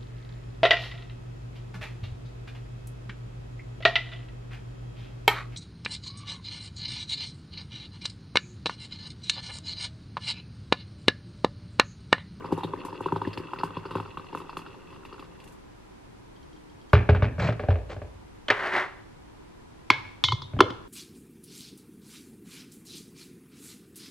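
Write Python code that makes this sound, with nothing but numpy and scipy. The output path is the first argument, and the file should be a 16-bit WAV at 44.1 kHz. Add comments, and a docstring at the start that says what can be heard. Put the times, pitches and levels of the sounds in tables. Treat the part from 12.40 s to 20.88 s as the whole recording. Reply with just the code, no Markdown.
"""Glass kettle and a busy counter

A glass kettle just off the boil stands close by: damped tones pop and ring its glass, hiss makes splash and spray.
The pops thin out into faint ticks; then things are thumped down, pushed and dragged over a slab that booms and knocks.
A small jar is banged and clinked, with struck modes and noise bursts, and sets a tin rattling.
A faint hum of coloured noise lies under it all, and feedback delays give the kitchen's echo.
"""
import sys
import numpy as np
from scipy import signal
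from scipy.fft import rfft, irfft, next_fast_len
from scipy.io import wavfile
from scipy.ndimage import uniform_filter1d

SR = 44100
rng = np.random.default_rng(int(sys.argv[2]) if len(sys.argv) > 2 else 0)


def log_audio(samples):
    """Write samples as a 16-bit WAV file to the path given in sys.argv[1]."""
    # one column per channel
    frames = np.atleast_2d(samples).T
    # limit to full scale, then quantise
    limited = np.clip(frames, -1, 1)
    pcm = np.round(limited * 32767).astype(np.int16)
    wavfile.write(sys.argv[1], SR, pcm)


N = 373967


def amp(db):
    """Decibels to gain."""
    return 10 ** (np.asarray(db) / 20)


def rms_one(x):
    """Scaled to rms 1."""
    return x / np.sqrt(np.mean(x ** 2) + 1e-20)


def gain_curve(rows):
    """Gain over time from (start_s, level_db) rows, silent outside them."""
    s, db = np.transpose(rows)
    return amp(np.interp(np.arange(N) / SR, s, db, left=-200, right=-200))


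def at_hz(points, hz):
    """A (pitch_hz, value) table read on a log frequency axis."""
    table_hz, values = np.array(points).T
    return np.interp(np.log(hz), np.log(table_hz), values)


def coloured(x, spectrum):
    """Gives a flat signal a spectrum; rms 1."""
    size = next_fast_len(N)
    hz = np.maximum(np.arange(size // 2 + 1) * SR / size, 1)
    return rms_one(irfft(rfft(x, size) * amp(at_hz(spectrum, hz)), size)[..., :N])


def band(x, low_hz, high_hz):
    """Band-pass; an inaudible tone keeps the filter out of slow tiny numbers."""
    busy = 1e-15 * np.cos(np.arange(N))
    edges_hz = [low_hz, min(high_hz, .45 * SR)]
    return signal.sosfilt(signal.butter(2, edges_hz, "band", fs=SR, output="sos"), x + busy)


def clicks(times, db):
    """One click per event."""
    train = np.full(N, 1e-18)
    train[np.round(np.asarray(times) * SR).astype(int)] = amp(db)
    return train


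def dying(force, t60):
    """Each click starts an envelope that falls 60 dB in t60 seconds."""
    return signal.lfilter([1], [1, -amp(-60 / (t60 * SR))], force)


def ring(force, hz, t60):
    """A two-pole resonator: a unit click sets a damped sine of starting height 1 ringing."""
    r, w = amp(-60 / (t60 * SR)), 2 * np.pi * hz / SR
    return signal.lfilter([0, np.sin(w)], [1, -2 * r * np.cos(w), r * r], force)


def struck(times, db, modes, low_hz, high_hz, luck_db=2.5):
    """Every blow excites every mode with a strength of its own; the band softens the contact."""
    luck = luck_db * rng.standard_normal((len(times), len(modes)))
    rings = np.zeros(N)
    for k, (hz, mode_db, t60) in enumerate(modes):
        rings += (-1) ** k * ring(clicks(times, db + mode_db + luck[:, k]), hz, t60)
    return band(rings, low_hz, high_hz)


def puffs(times, db, t60, low_hz, high_hz, channels=1, rise_s=0.002):
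    """A burst of band noise that swells briefly and dies after each event."""
    swell = np.exp(-1 / (rise_s * SR))
    envelope = signal.lfilter([1 - swell], [1, -swell], dying(clicks(times, db), t60))
    noise = rms_one(band(rng.standard_normal((channels, N)), low_hz, high_hz))
    return band(envelope * noise, low_hz, high_hz)


def grains(per_s, spread_db):
    """Random clicks of uneven size and either sign; rms 1."""
    sizes = amp(spread_db * np.minimum(rng.exponential(1, N), 5)) * rng.choice([-1, 1], N)
    return rms_one(sizes * (rng.random(N) < per_s / SR) + 1e-18)


def place(sounds, times):
    """Lays each short sound at its time."""
    out = np.zeros(N + sounds.shape[1])
    for sound, s in zip(sounds, times):
        out[round(s * SR):][:len(sound)] += sound
    return out[:N]


def blips(times, db, hz, t60, rise_s, sag):
    """Damped tones, cut at 60 ms, that swell briefly and sag in pitch."""
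    t = np.arange(round(.06 * SR)) / SR
    phase = 2 * np.pi * hz[:, None] * t * (1 - sag * t)
    envelope = amp(db[:, None] - 60 * t / t60) * (1 - np.exp(-t / rise_s))
    return place(envelope * np.sin(phase), times)


# hum colour: pitch_hz [Hz], density_db [dB per Hz, relative]
HUM_COLOUR = [(13, -5), (22, 14.5), (45, 1.5), (108, -3.5), (168, -6.5), (260, -9.5), (298, -7.5),
              (625, -19.5), (997, -13.5), (1080, -18), (11800, -42), (15500, -68)]
# stereo likeness of the hum: pitch_hz [Hz], likeness [1 same, 0 unrelated, -1 opposed]
HUM_LIKENESS = [(60, 0.98), (130, 0.31), (380, -0.72), (1200, -0.044), (9000, -0.15)]
HUM_DB = -46.5


def hum():
    """Steady room noise; mid against side makes the bass alike and the low middle opposed."""
    table_hz, alike = np.array(HUM_LIKENESS).T
    alike = np.clip(alike, -.9, .999)
    to_side = list(zip(table_hz, 10 * np.log10((1 - alike) / (1 + alike))))
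    mid, side = rng.standard_normal((2, N))
    size = next_fast_len(N)
    hz = np.arange(1, size // 2 + 2) * SR / size
    side = irfft(rfft(side, size) * amp(at_hz(to_side, hz)), size)[:N]
    return amp(HUM_DB) * coloured(np.array([mid + side, mid - side]), HUM_COLOUR)


# level of the simmer between pops: start_s [s], level_db [dB]
SIMMER = [(0.0, -42.5), (1.49, -46.5), (1.71, -52), (1.97, -50), (3.1, -57), (3.3, -68)]
# kettle resonances that colour a pop: pitch_hz [Hz], level_db [dB], t60_s [s]
KETTLE_POP = [(925, -5, 0.019), (1083, 1.5, 0.0088), (1201, -3.5, 0.015), (1533, -34, 0.19)]
# low resonances of the kettle's belly: pitch_hz [Hz], level_db [dB], t60_s [s]
KETTLE_BELLY = [(103.3, -16, 0.25), (162.6, -14, 0.2), (287, -3.5, 0.033), (387.7, -3.5, 0.057),
                (529, -7.5, 0.036)]
# bright resonances of the kettle wall: pitch_hz [Hz], level_db [dB], t60_s [s]
KETTLE_WALL = [(1890, -14, .015), (2640, -9, .025), (2820, -10, .025), (3400, -14, .015), (4300, -18, .012)]
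# how freely the kettle wall rings: start_s [s], level_db [dB]
WALL_RINGS = [(0, -7), (.55, 1.5), (2.2, 5), (3.6, -2)]


def simmer():
    """A wash of tiny bubbles through the vessel's resonances, with stray blips of any pitch."""
    wash = np.zeros(N)
    patchy = amp(3.5 * rms_one(band(rng.standard_normal(N), low_hz=3, high_hz=14)))
    for modes, share_db in [(KETTLE_POP, 1.5), (KETTLE_BELLY, -3.0), (KETTLE_WALL, -7.0)]:
        force = amp(share_db) * grains(per_s=1200, spread_db=4.0)
        if modes is KETTLE_WALL:   # the wall rings in spells
            force *= patchy * gain_curve(WALL_RINGS)
        for k, (hz, db, t60) in enumerate(modes):
            wash += (-1) ** k * amp(db) * ring(force, hz, t60)
    when, pitch, size = rng.random((600, 3)).T
    hz = 800 * 5.5 ** pitch
    db = 9.5 + 12 * size - 8.5 * np.log2(hz / 500)   # higher blips are weaker
    stray = blips(3.5 * when, db, hz, t60=0.014, rise_s=0.0008, sag=0)
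    return gain_curve(SIMMER) * (rms_one(band(wash, low_hz=78, high_hz=7060)) + stray)


# big collapsing steam bubbles: start_s [s], pop_db [dB], pitch_hz [Hz], belly_db [dB relative to the pop]
POPS = [(0.044, -25.5, 935, -3.5), (0.122, -17, 884, 5.5), (0.056, -25, 1050, -14), (0.176, -23, 900, -1),
        (0.233, -20.5, 870, -6), (0.243, -26.5, 920, 7.5), (0.335, -20, 970, -3.5),
        (0.449, -22, 1050, -8.5), (0.484, -28, 1000, -25), (0.527, -27, 975, -5), (0.606, -23.5, 920, -3),
        (0.659, -13.5, 1045, -5.5), (0.722, -14.5, 1000, -2), (0.76, -17, 940, -3), (0.816, -18.5, 975, -6),
        (0.85, -27.5, 1850, -3), (0.871, -27, 980, 8.5), (0.974, -26.5, 1020, 1.5), (0.998, -36, 980, 8),
        (1.134, -17, 1070, -13), (1.184, -33.5, 1020, 0), (1.234, -14, 1046, -6.5),
        (1.368, -19.5, 1043, -2.5), (1.453, -22, 1090, -7.5), (1.508, -14.5, 1106, -13),
        (1.553, -11, 1090, -4), (1.582, -29, 920, 2), (1.6, -18.5, 1110, -8), (1.772, -20, 1155, -13),
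        (1.928, -29.5, 970, -4), (1.949, -18.5, 1084, -7), (1.973, -23.5, 1060, -11),
        (2.094, -23, 1110, -30), (2.169, -21, 1134, -6.5), (2.263, -31.5, 1390, -19),
        (2.527, -32, 1080, -11), (2.651, -35, 1070, -11), (2.726, -28.5, 1100, -8.5),
        (2.794, -31.5, 1110, -6.5), (2.824, -30.5, 1190, -8.5)]
TRAILING_POPS = 3   # small ones after each big one
TRAIL_S, TRAIL_LOSS_DB, TRAIL_SPREAD_DB = .07, 8, 22.5
SMALL_POPS, SMALL_UNTIL_S = 78, 2.85
SMALL_DB, SMALL_FADE_DB_PER_S, SMALL_SPREAD_DB, SMALL_BELLY_DB = -26.5, 4, 29, -6
SMALL_HZ, SMALL_RISE_HZ_PER_S, SMALL_SPREAD_HZ = 943, 59, 460


def all_pops():
    """The big pops, each trailed by a few weak ones, and small ones at random that fade and rise in pitch."""
    big = np.transpose(POPS)
    lag, loss = rng.random((len(POPS) * TRAILING_POPS, 2)).T
    parent_s, parent_db = np.repeat(big[:2], TRAILING_POPS, axis=1)
    trail_s = parent_s + 0.016 + TRAIL_S * lag ** 2
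    trail_db = parent_db - TRAIL_LOSS_DB - TRAIL_SPREAD_DB * loss
    when, size = rng.random((SMALL_POPS, 2)).T
    small_s = SMALL_UNTIL_S * when
    small_db = SMALL_DB - SMALL_FADE_DB_PER_S * small_s - SMALL_SPREAD_DB * size
    s, db = np.append(small_s, trail_s), np.append(small_db, trail_db)
    hz = SMALL_HZ + SMALL_RISE_HZ_PER_S * s + SMALL_SPREAD_HZ * rng.random(len(s)) ** 2
    return np.hstack([big, [s, db, hz, np.full(len(s), SMALL_BELLY_DB)]])


# bubbles that burst at the surface and slap the wall: start_s [s], wall_db [dB], spray_db [dB]
SPLASHES = [(0.121, -36, -52), (0.175, -68, -56), (0.233, -25, -58), (0.449, -35, -50), (0.606, -56, -57),
            (0.872, -39, -63), (0.93, -30, -62), (0.974, -25, -57), (1.186, -28.5, -65),
            (1.234, -32.5, -50.5), (1.553, -34, -68), (1.949, -40, -56), (1.976, -68, -58),
            (2.169, -29.5, -50), (2.65, -39, -63), (2.794, -36.5, -63), (3, -40, -67), (3.039, -43, -58),
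            (3.075, -42.5, -59), (3.12, -60, -61)]
# edges of neighbouring splash bands: pitch_hz [Hz]
SPLASH_BANDS_HZ = [1300, 2100, 3000, 4100, 5200]
SPLASH_LUCK_DB = 5   # each splash favours some bands
WALL_DB, WALL_FOLLOWS = -24.5, 0.66   # the wall answers big and small pops more evenly


def kettle():
    """Bubbles pop at a pitch of their own and knock the vessel; splashes slap the wall."""
    s, pop, hz, belly = all_pops()
    big = blips(s, pop, hz, t60=0.025, rise_s=0.0011, sag=5.7)
    big += struck(s, pop, KETTLE_POP, low_hz=740, high_hz=1780)
    big += struck(s + 0.0013, pop + belly, KETTLE_BELLY, low_hz=81.0, high_hz=557)
    slaps, slap_db, _ = np.transpose(SPLASHES)
    s, wall = np.append(s, slaps), np.append(WALL_DB + WALL_FOLLOWS * pop, slap_db)
    big += gain_curve(WALL_RINGS) * struck(s + 0.001037, wall, KETTLE_WALL, low_hz=1530, high_hz=4730)
    luck = SPLASH_LUCK_DB * rng.standard_normal((len(s), len(SPLASH_BANDS_HZ)))
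    for k, (low, high) in enumerate(zip(SPLASH_BANDS_HZ, SPLASH_BANDS_HZ[1:])):
        big += puffs(s, wall - 14 + luck[:, k], t60=0.031, low_hz=low, high_hz=high, rise_s=0.0073)[0]
    return big + simmer()


POP_SPRAY_DB = -46.5   # relative to each big pop, which throws a little spray


def spray():
    """Bursting bubbles throw a short wide hiss, its noise separate in each channel."""
    s, pop = np.transpose(POPS)[:2]
    bursts, _, hiss = np.transpose(SPLASHES)
    wide = dict(t60=0.16, low_hz=4370, high_hz=13000, channels=2, rise_s=0.00084)
    return puffs(s, pop + POP_SPRAY_DB, **wide) + puffs(bursts, hiss, **wide)


# faint ticks as the kettle settles: start_s [s], level_db [dB]
TICKS = [(3.963, -57), (4.029, -54), (4.1295, -53), (4.1625, -56), (4.297, -54.5), (4.414, -56.5),
         (4.497, -50.5)]
# thin ring of a tick: pitch_hz [Hz], level_db [dB], t60_s [s]
TICK_RING = [(3200, -2.5, 0.049), (4540, -5, 0.022)]


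def ticks():
    """Each tick is a short dry hiss with a thin ring."""
    s, db = np.transpose(TICKS)
    hiss = puffs(s, db - 11.0, t60=0.085, low_hz=2800, high_hz=6500, rise_s=0.00084)[0]
    return hiss + struck(s, db, TICK_RING, low_hz=2400, high_hz=6000)


# a faint low tone comes and goes: start_s [s], level_db [dB]
FAINT_TONE = [(4.05, -71), (4.16, -56), (4.35, -57.5), (4.42, -93)]
FAINT_TONE_HZ = 301.3


def faint_tone():
    """A soft sine under a gain curve."""
    return gain_curve(FAINT_TONE) * np.sin(2 * np.pi * FAINT_TONE_HZ * np.arange(N) / SR)


# thumps on the counter: start_s [s], knock_db [dB], boom_db [dB relative to the knock],
# leading_mode [slab mode, 0 low to 2 high], clack_db [dB relative to the knock]
THUMPS = [(4.532, -10.5, 3.5, 1.26, -7.5), (4.556, -41, -13, 1.6, -8), (4.604, -47, -5, 2.0, -2.5),
          (4.69, -11.5, 1, 1.35, -15), (4.748, -30, 11.5, 0.58, -4.5), (4.822, -19.5, 5.5, 1.36, -10.5),
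          (4.842, -30, -8, 2, -8.5), (4.981, -24.5, -11, 2.0, -23), (5.088, -16.5, -6, 1.85, -17),
          (5.195, -20.5, -11, 1.1, -17.5), (5.236, -26, -7, 1, -20.5), (5.285, -17, 4, 0.83, -21),
          (5.304, -27, -9, 0.45, -14.5), (5.355, -27, -7, 0.088, -22), (5.564, -29.5, -5, 1.15, -22),
          (5.617, -29, 3, 0.4, -21), (8.135, -36.5, 7, 2.05, -18), (8.165, -34.5, 11.5, 1.46, -20)]
# knocking modes of the counter top: pitch_hz [Hz], level_db [dB], t60_s [s]
COUNTER_KNOCK = [(247, -17.5, 0.13), (416, -13, 0.2), (497, -10, 0.031), (595.5, -3, 0.054),
                 (772, -12, 0.043)]
# booming modes of the slab: pitch_hz [Hz], level_db [dB], t60_s [s]
COUNTER_BOOM = [(55.9, -6, 0.99), (89.4, 3, 0.21), (114.6, 6.5, 0.27)]
# clacking modes of the counter top: pitch_hz [Hz], level_db [dB], t60_s [s]
COUNTER_CLACK = [(859, 0.5, 0.047), (1164, 1.5, 0.028), (1490, -0.5, 0.028), (1672, -0.5, 0.025),
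                 (2220, -4, 0.021), (2800, -11, 0.027)]
NEXT_MODE_LOSS_DB = 13   # per mode away from the leading one


def counter():
    """Heavy soft thumps: the slab booms, its top knocks and clacks, loose things rattle after."""
    s, knock, weight, lead, clack = np.transpose(THUMPS)
    booms = [knock + weight - NEXT_MODE_LOSS_DB * abs(lead - k) for k in range(len(COUNTER_BOOM))]
    boom = np.zeros(N)
    for share, (hz, db, t60) in zip(booms, COUNTER_BOOM):
        boom += ring(clicks(s + 0.0025, share + db), hz, t60)
    body = band(boom, low_hz=35.3, high_hz=250)
    body += struck(s, knock, COUNTER_KNOCK, low_hz=192, high_hz=900, luck_db=4)
    body += struck(s, knock + clack + 6, COUNTER_CLACK, low_hz=825, high_hz=2900)
    # the slab shudders
    body += puffs(s, booms[2] - 9, t60=0.47, low_hz=63, high_hz=300, rise_s=0.00077)[0]
    body += puffs(s, booms[1] - 8, t60=0.55, low_hz=66.6, high_hz=108.4, rise_s=0.004)[0]
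    # its top hums on
    body += puffs(s, knock - 17, t60=0.31, low_hz=347, high_hz=780, rise_s=0.0031)[0]
    crack = puffs(s, knock + clack - 6, t60=0.09, low_hz=900, high_hz=4460)[0]
    for low, high in [(1560, 1820), (2150, 2700)]:   # two rough bands linger
        crack += puffs(s, knock + clack - 17, t60=0.37, low_hz=low, high_hz=high)[0]
    loose = band(grains(per_s=750, spread_db=3), low_hz=383, high_hz=2610)
    loose = rms_one(band(loose, low_hz=373, high_hz=2610))
    rattle = dying(clicks(s, knock + clack), t60=.25) * loose
    return body + band(crack, low_hz=295, high_hz=6060) + amp(-6.5) * rattle


# something pushed over the slab: start_s [s, full rub begins], held_s [s], rub_db [dB],
# squeak_db, rumble_db [dB relative to the rub]
PUSHES = [(4.997, 0.077, -29.5, -12, 5), (5.5, 0.028, -39.5, -34, -6)]
# colour of the push: pitch_hz [Hz], density_db [dB per Hz, relative]
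PUSH_COLOUR = [(150, -46), (250, -3.5), (320, -4.5), (571, 0), (935, -8.5), (2300, -15.5), (3500, -20.5),
               (4250, -22.5), (8000, -36.5), (17600, -120)]
# squeak resonance: pitch_hz [Hz], t60_s [s]
SQUEAK = (2450, .008)
# something light dragged: start_s [s], rub_db [dB]
DRAG_STROKE = [(6.12, -33.5), (6.24, -30.5), (6.27, -27.5), (6.31, -33.5), (6.34, -24), (6.409, -26.5),
               (6.44, -32), (6.5, -46.5), (6.62, -58.5)]
# colour of the drag: pitch_hz [Hz], density_db [dB per Hz, relative]
DRAG_COLOUR = [(88, -28), (150, -11.5), (333, -3), (387, 7), (468, -7), (566, 3.5), (623, 2), (1980, 6.5),
               (2400, -4.5), (3300, -10.5), (4000, -15), (11400, -42.5), (13200, -55)]
# sharp catches on the slab: start_s [s], level_db [dB], pitch_hz [Hz]
CATCHES = [(4.9966, -22.5, 1600), (5.025, -31, 4060), (5.042, -34, 4240), (5.074, -25.5, 2630),
           (5.124, -30.5, 1290), (6.083, -17, 3180), (6.1015, -4.5, 1770), (6.118, -42, 1580),
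           (6.27, -24, 1440), (6.335, -33, 1420), (6.362, -18, 1940)]
PUSH_RISE_DB_PER_S, PUSH_FADE_DB_PER_S = 1797, 395


def drags():
    """Stick-slip clicks under each stroke, more uneven for the push than the drag, and sharper catches."""
    t = np.arange(N) / SR
    slips = grains(per_s=3000, spread_db=2.6)
    rub = coloured(slips, PUSH_COLOUR)
    rumble = rms_one(band(slips, low_hz=82, high_hz=164))
    squeak = rms_one(ring(slips, *SQUEAK))
    push = np.zeros(N)
    for s, held, db, squeak_db, rumble_db in PUSHES:
        loss_db = np.maximum(PUSH_RISE_DB_PER_S * (s - t), PUSH_FADE_DB_PER_S * (t - s - held)).clip(0)
        push += amp(db - loss_db) * (rub + amp(squeak_db) * squeak + amp(rumble_db) * rumble)
    s, db, hz = np.transpose(CATCHES)
    catches = blips(s, db, hz, t60=.015, rise_s=.0003, sag=0)
    catches += puffs(s, db - 6, t60=.02, low_hz=400, high_hz=4500)[0]
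    catches += puffs(s, db - 7.5, t60=0.091, low_hz=353, high_hz=2800)[0]
    catches += struck(s, db - 37.5, COUNTER_BOOM[1:], low_hz=60, high_hz=250)
    catches += struck(s, db - 7.5, COUNTER_KNOCK, low_hz=236, high_hz=895)
    drag = gain_curve(DRAG_STROKE) * coloured(grains(per_s=2900, spread_db=1.0), DRAG_COLOUR)
    return push + catches + drag


# the jar banged down: start_s [s], clack_db [dB], thud_db, crack_db [dB relative to the clack],
# crack_hz [Hz], ring_db [dB relative to the clack], low_ring_db [dB relative to the ring]
BANGS = [(7.502, -2.5, -20, -1, 2270, -21.5, 1), (8.19, -16.5, -0.5, -17, 1550, -25, 14),
         (8.205, -0.5, -4.5, -2, 1390, -31.5, 1), (8.303, -33.5, 7, 6, 1400, -14, 2)]
# the jar clinks and bounces: start_s [s], clack_db [dB], ring_db, crack_db [dB relative to the clack],
# crack_hz [Hz], low_ring_db [dB relative to the ring]
CLINKS = [(7.839, -15, 2, 6.5, 3634, -5.5), (7.885, -18.5, -12, -10, 3770, 6.5),
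          (7.921, -16.5, -12, -6, 4400, -2), (8.019, -29, -9, -10, 5070, -21)]
# clack of the jar's contact: pitch_hz [Hz], level_db [dB], t60_s [s]
JAR_CLACK = [(842, -14, 0.027), (1019, -1, 0.026), (1280, 1, 0.0068), (1454, -5.5, 0.011)]
# dull thud of the jar: pitch_hz [Hz], level_db [dB], t60_s [s]
JAR_THUD = [(316, 6.5, 0.017), (385, 3, 0.03), (501, -9, 0.06)]
# ringing modes of the jar's glass: pitch_hz [Hz], level_db [dB], t60_s [s]
JAR_RING = [(875, -21, .15), (1010, -21, .2), (2132, -10, .2), (3070, -7, .16), (3402, -1.5, .16),
            (3530, -13, .12), (3715, -16, .3), (3874, -16, .09), (4088, -16, .16), (4463, -13, .12),
            (5010, -22, .07)]
LOW_RINGS = 4   # the lowest modes have a level of their own in each blow
BANG_BOOM_DB, CLINK_BOOM_DB, CLINK_THUD_DB = -37.5, -22.5, -19   # relative to the clack


def jar():
    """Hard short contacts: a crack, a clack, a thud, the slab below and the glass ringing on."""
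    blows = [(s, db, db + BANG_BOOM_DB, db + thud, db + crack, hz, db + bell, low)
             for s, db, thud, crack, hz, bell, low in BANGS]
    blows += [(s, db, db + CLINK_BOOM_DB, db + CLINK_THUD_DB, db + crack, hz, db + bell, low)
              for s, db, bell, crack, hz, low in CLINKS]
    s, clack, boom, thud, crack, crack_hz, bell, low = np.transpose(blows)
    body = struck(s, clack, JAR_CLACK, low_hz=674, high_hz=1790)
    body += struck(s + 0.00041, boom, COUNTER_BOOM[1:], low_hz=60.4, high_hz=263)
    body += struck(s + 0.0026, thud, JAR_THUD, low_hz=185, high_hz=800)
    glass = struck(s, bell + low, JAR_RING[:LOW_RINGS], low_hz=710, high_hz=7050)
    glass += struck(s, bell, JAR_RING[LOW_RINGS:], low_hz=1500, high_hz=8240)
    # a random flutter roughens the ring; a noisy shimmer follows
    body += glass * amp(3 * rms_one(band(rng.standard_normal(N), low_hz=15, high_hz=90)))
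    body += puffs(s, bell - 17, t60=0.17, low_hz=3150, high_hz=6430, rise_s=0.001)[0]
    # the room holds a low noisy tail of the thud
    body += puffs(s, thud - 16, t60=0.18, low_hz=265, high_hz=646, rise_s=0.0058)[0]
    # the slab shudders
    body += puffs(s, boom + 2.1, t60=0.57, low_hz=84.7, high_hz=139, rise_s=0.0036)[0]
    # the crack, with clatter after the contact
    body += blips(s, crack, crack_hz, t60=0.025, rise_s=0.000067, sag=4.1)
    body += puffs(s, crack - 18, t60=0.013, low_hz=1240, high_hz=5400)[0]
    # a longer, diffuse noisy tail of the clatter
    body += puffs(s, crack - 27, t60=0.075, low_hz=1500, high_hz=4500, rise_s=0.0015)[0]
    # splintery noise and a bright edge
    body += puffs(s, crack - 1.5, t60=0.011, low_hz=1460, high_hz=5120)[0]
    return body + puffs(s, crack - 25, t60=0.0096, low_hz=5020, high_hz=13000)[0]


# a tin nearby rattles after the first bang: start_s [s], level_db [dB]
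TIN_HITS = [(7.503, -26), (7.512, -25.5), (7.652, -41)]
# modes of the tin: pitch_hz [Hz], level_db [dB], t60_s [s]
TIN_MODES = [(924, -10, 0.061), (1700, -3, 0.025), (2186, 1.5, 0.039)]


def tin():
    """Each knock rings the tin and leaves it rattling, with a broad noisy tail."""
    s, db = np.transpose(TIN_HITS)
    rattle = puffs(s, db - 35.5, t60=0.26, low_hz=585, high_hz=4940)[0]
    force = clicks(s, db) + rattle
    body = sum(amp(level_db) * ring(force, hz, t60) for hz, level_db, t60 in TIN_MODES)
    return body + puffs(s, db - 21.5, t60=0.54, low_hz=600, high_hz=4300, rise_s=.006)[0]


KITCHEN_T60_S, WALL_CUT_HZ, KITCHEN_DB = 0.67, 17000, -30.5


def kitchen(x):
    """Room echo: fourteen feedback delays a side, duller on every round."""
    size = next_fast_len(N + SR // 2)
    angle = -2j * np.pi * np.arange(size // 2 + 1) / size
    dull = np.exp(-2 * np.pi * WALL_CUT_HZ / SR)
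    wall = (1 - dull) / (1 - dull * np.exp(angle))
    out = np.zeros((2, len(angle)), complex)
    for k, lag in enumerate((np.geomspace(.011, .049, 28) * SR).astype(int)):
        loop = amp(-60 * lag / SR / KITCHEN_T60_S) * wall * np.exp(lag * angle)
        out[k % 2] += loop / (1 - loop) * (-1) ** (k // 2)
    thin = band(x, low_hz=193, high_hz=15200)   # the boom travels in the slab, not the air
    return irfft(out * rfft(thin, size), size)[:, :N]


def scene():
    """Kettle a little to the left; the lows of the slab reach the left channel a moment earlier."""
    pot, slab, taps = kettle() + ticks(), counter() + drags(), jar() + tin()
    lows = uniform_filter1d(slab, size=5)
    late_slab = slab - lows + np.roll(lows, 2)   # lows two samples late
    hands = np.array([slab + taps, late_slab + taps])
    belly = band(pot, low_hz=183, high_hz=516) * [[.2], [-.2]]   # its low knock favours the left
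    near = belly + pot * amp([[.25], [-.25]]) + hands * amp([[.1], [-.1]])
    echo = amp(KITCHEN_DB) * kitchen(pot + slab + taps)
    return near + echo + spray() + hum() + faint_tone()


MIC_LOW_CUT_HZ, OVERLOAD, CUTOFF_HZ = 52, 1, 15800


def record(dry):
    """The microphone loses the deepest bass, peaks beyond the overload level clip, the top is cut."""
    heard = signal.sosfilt(signal.butter(2, MIC_LOW_CUT_HZ, "high", fs=SR, output="sos"), dry)
    steep = signal.cheby2(12, 70, CUTOFF_HZ * 1.04, fs=SR, output="sos")
    return signal.sosfilt(steep, np.clip(heard, -OVERLOAD, OVERLOAD))


dry = scene()
out = record(dry)
log_audio(out)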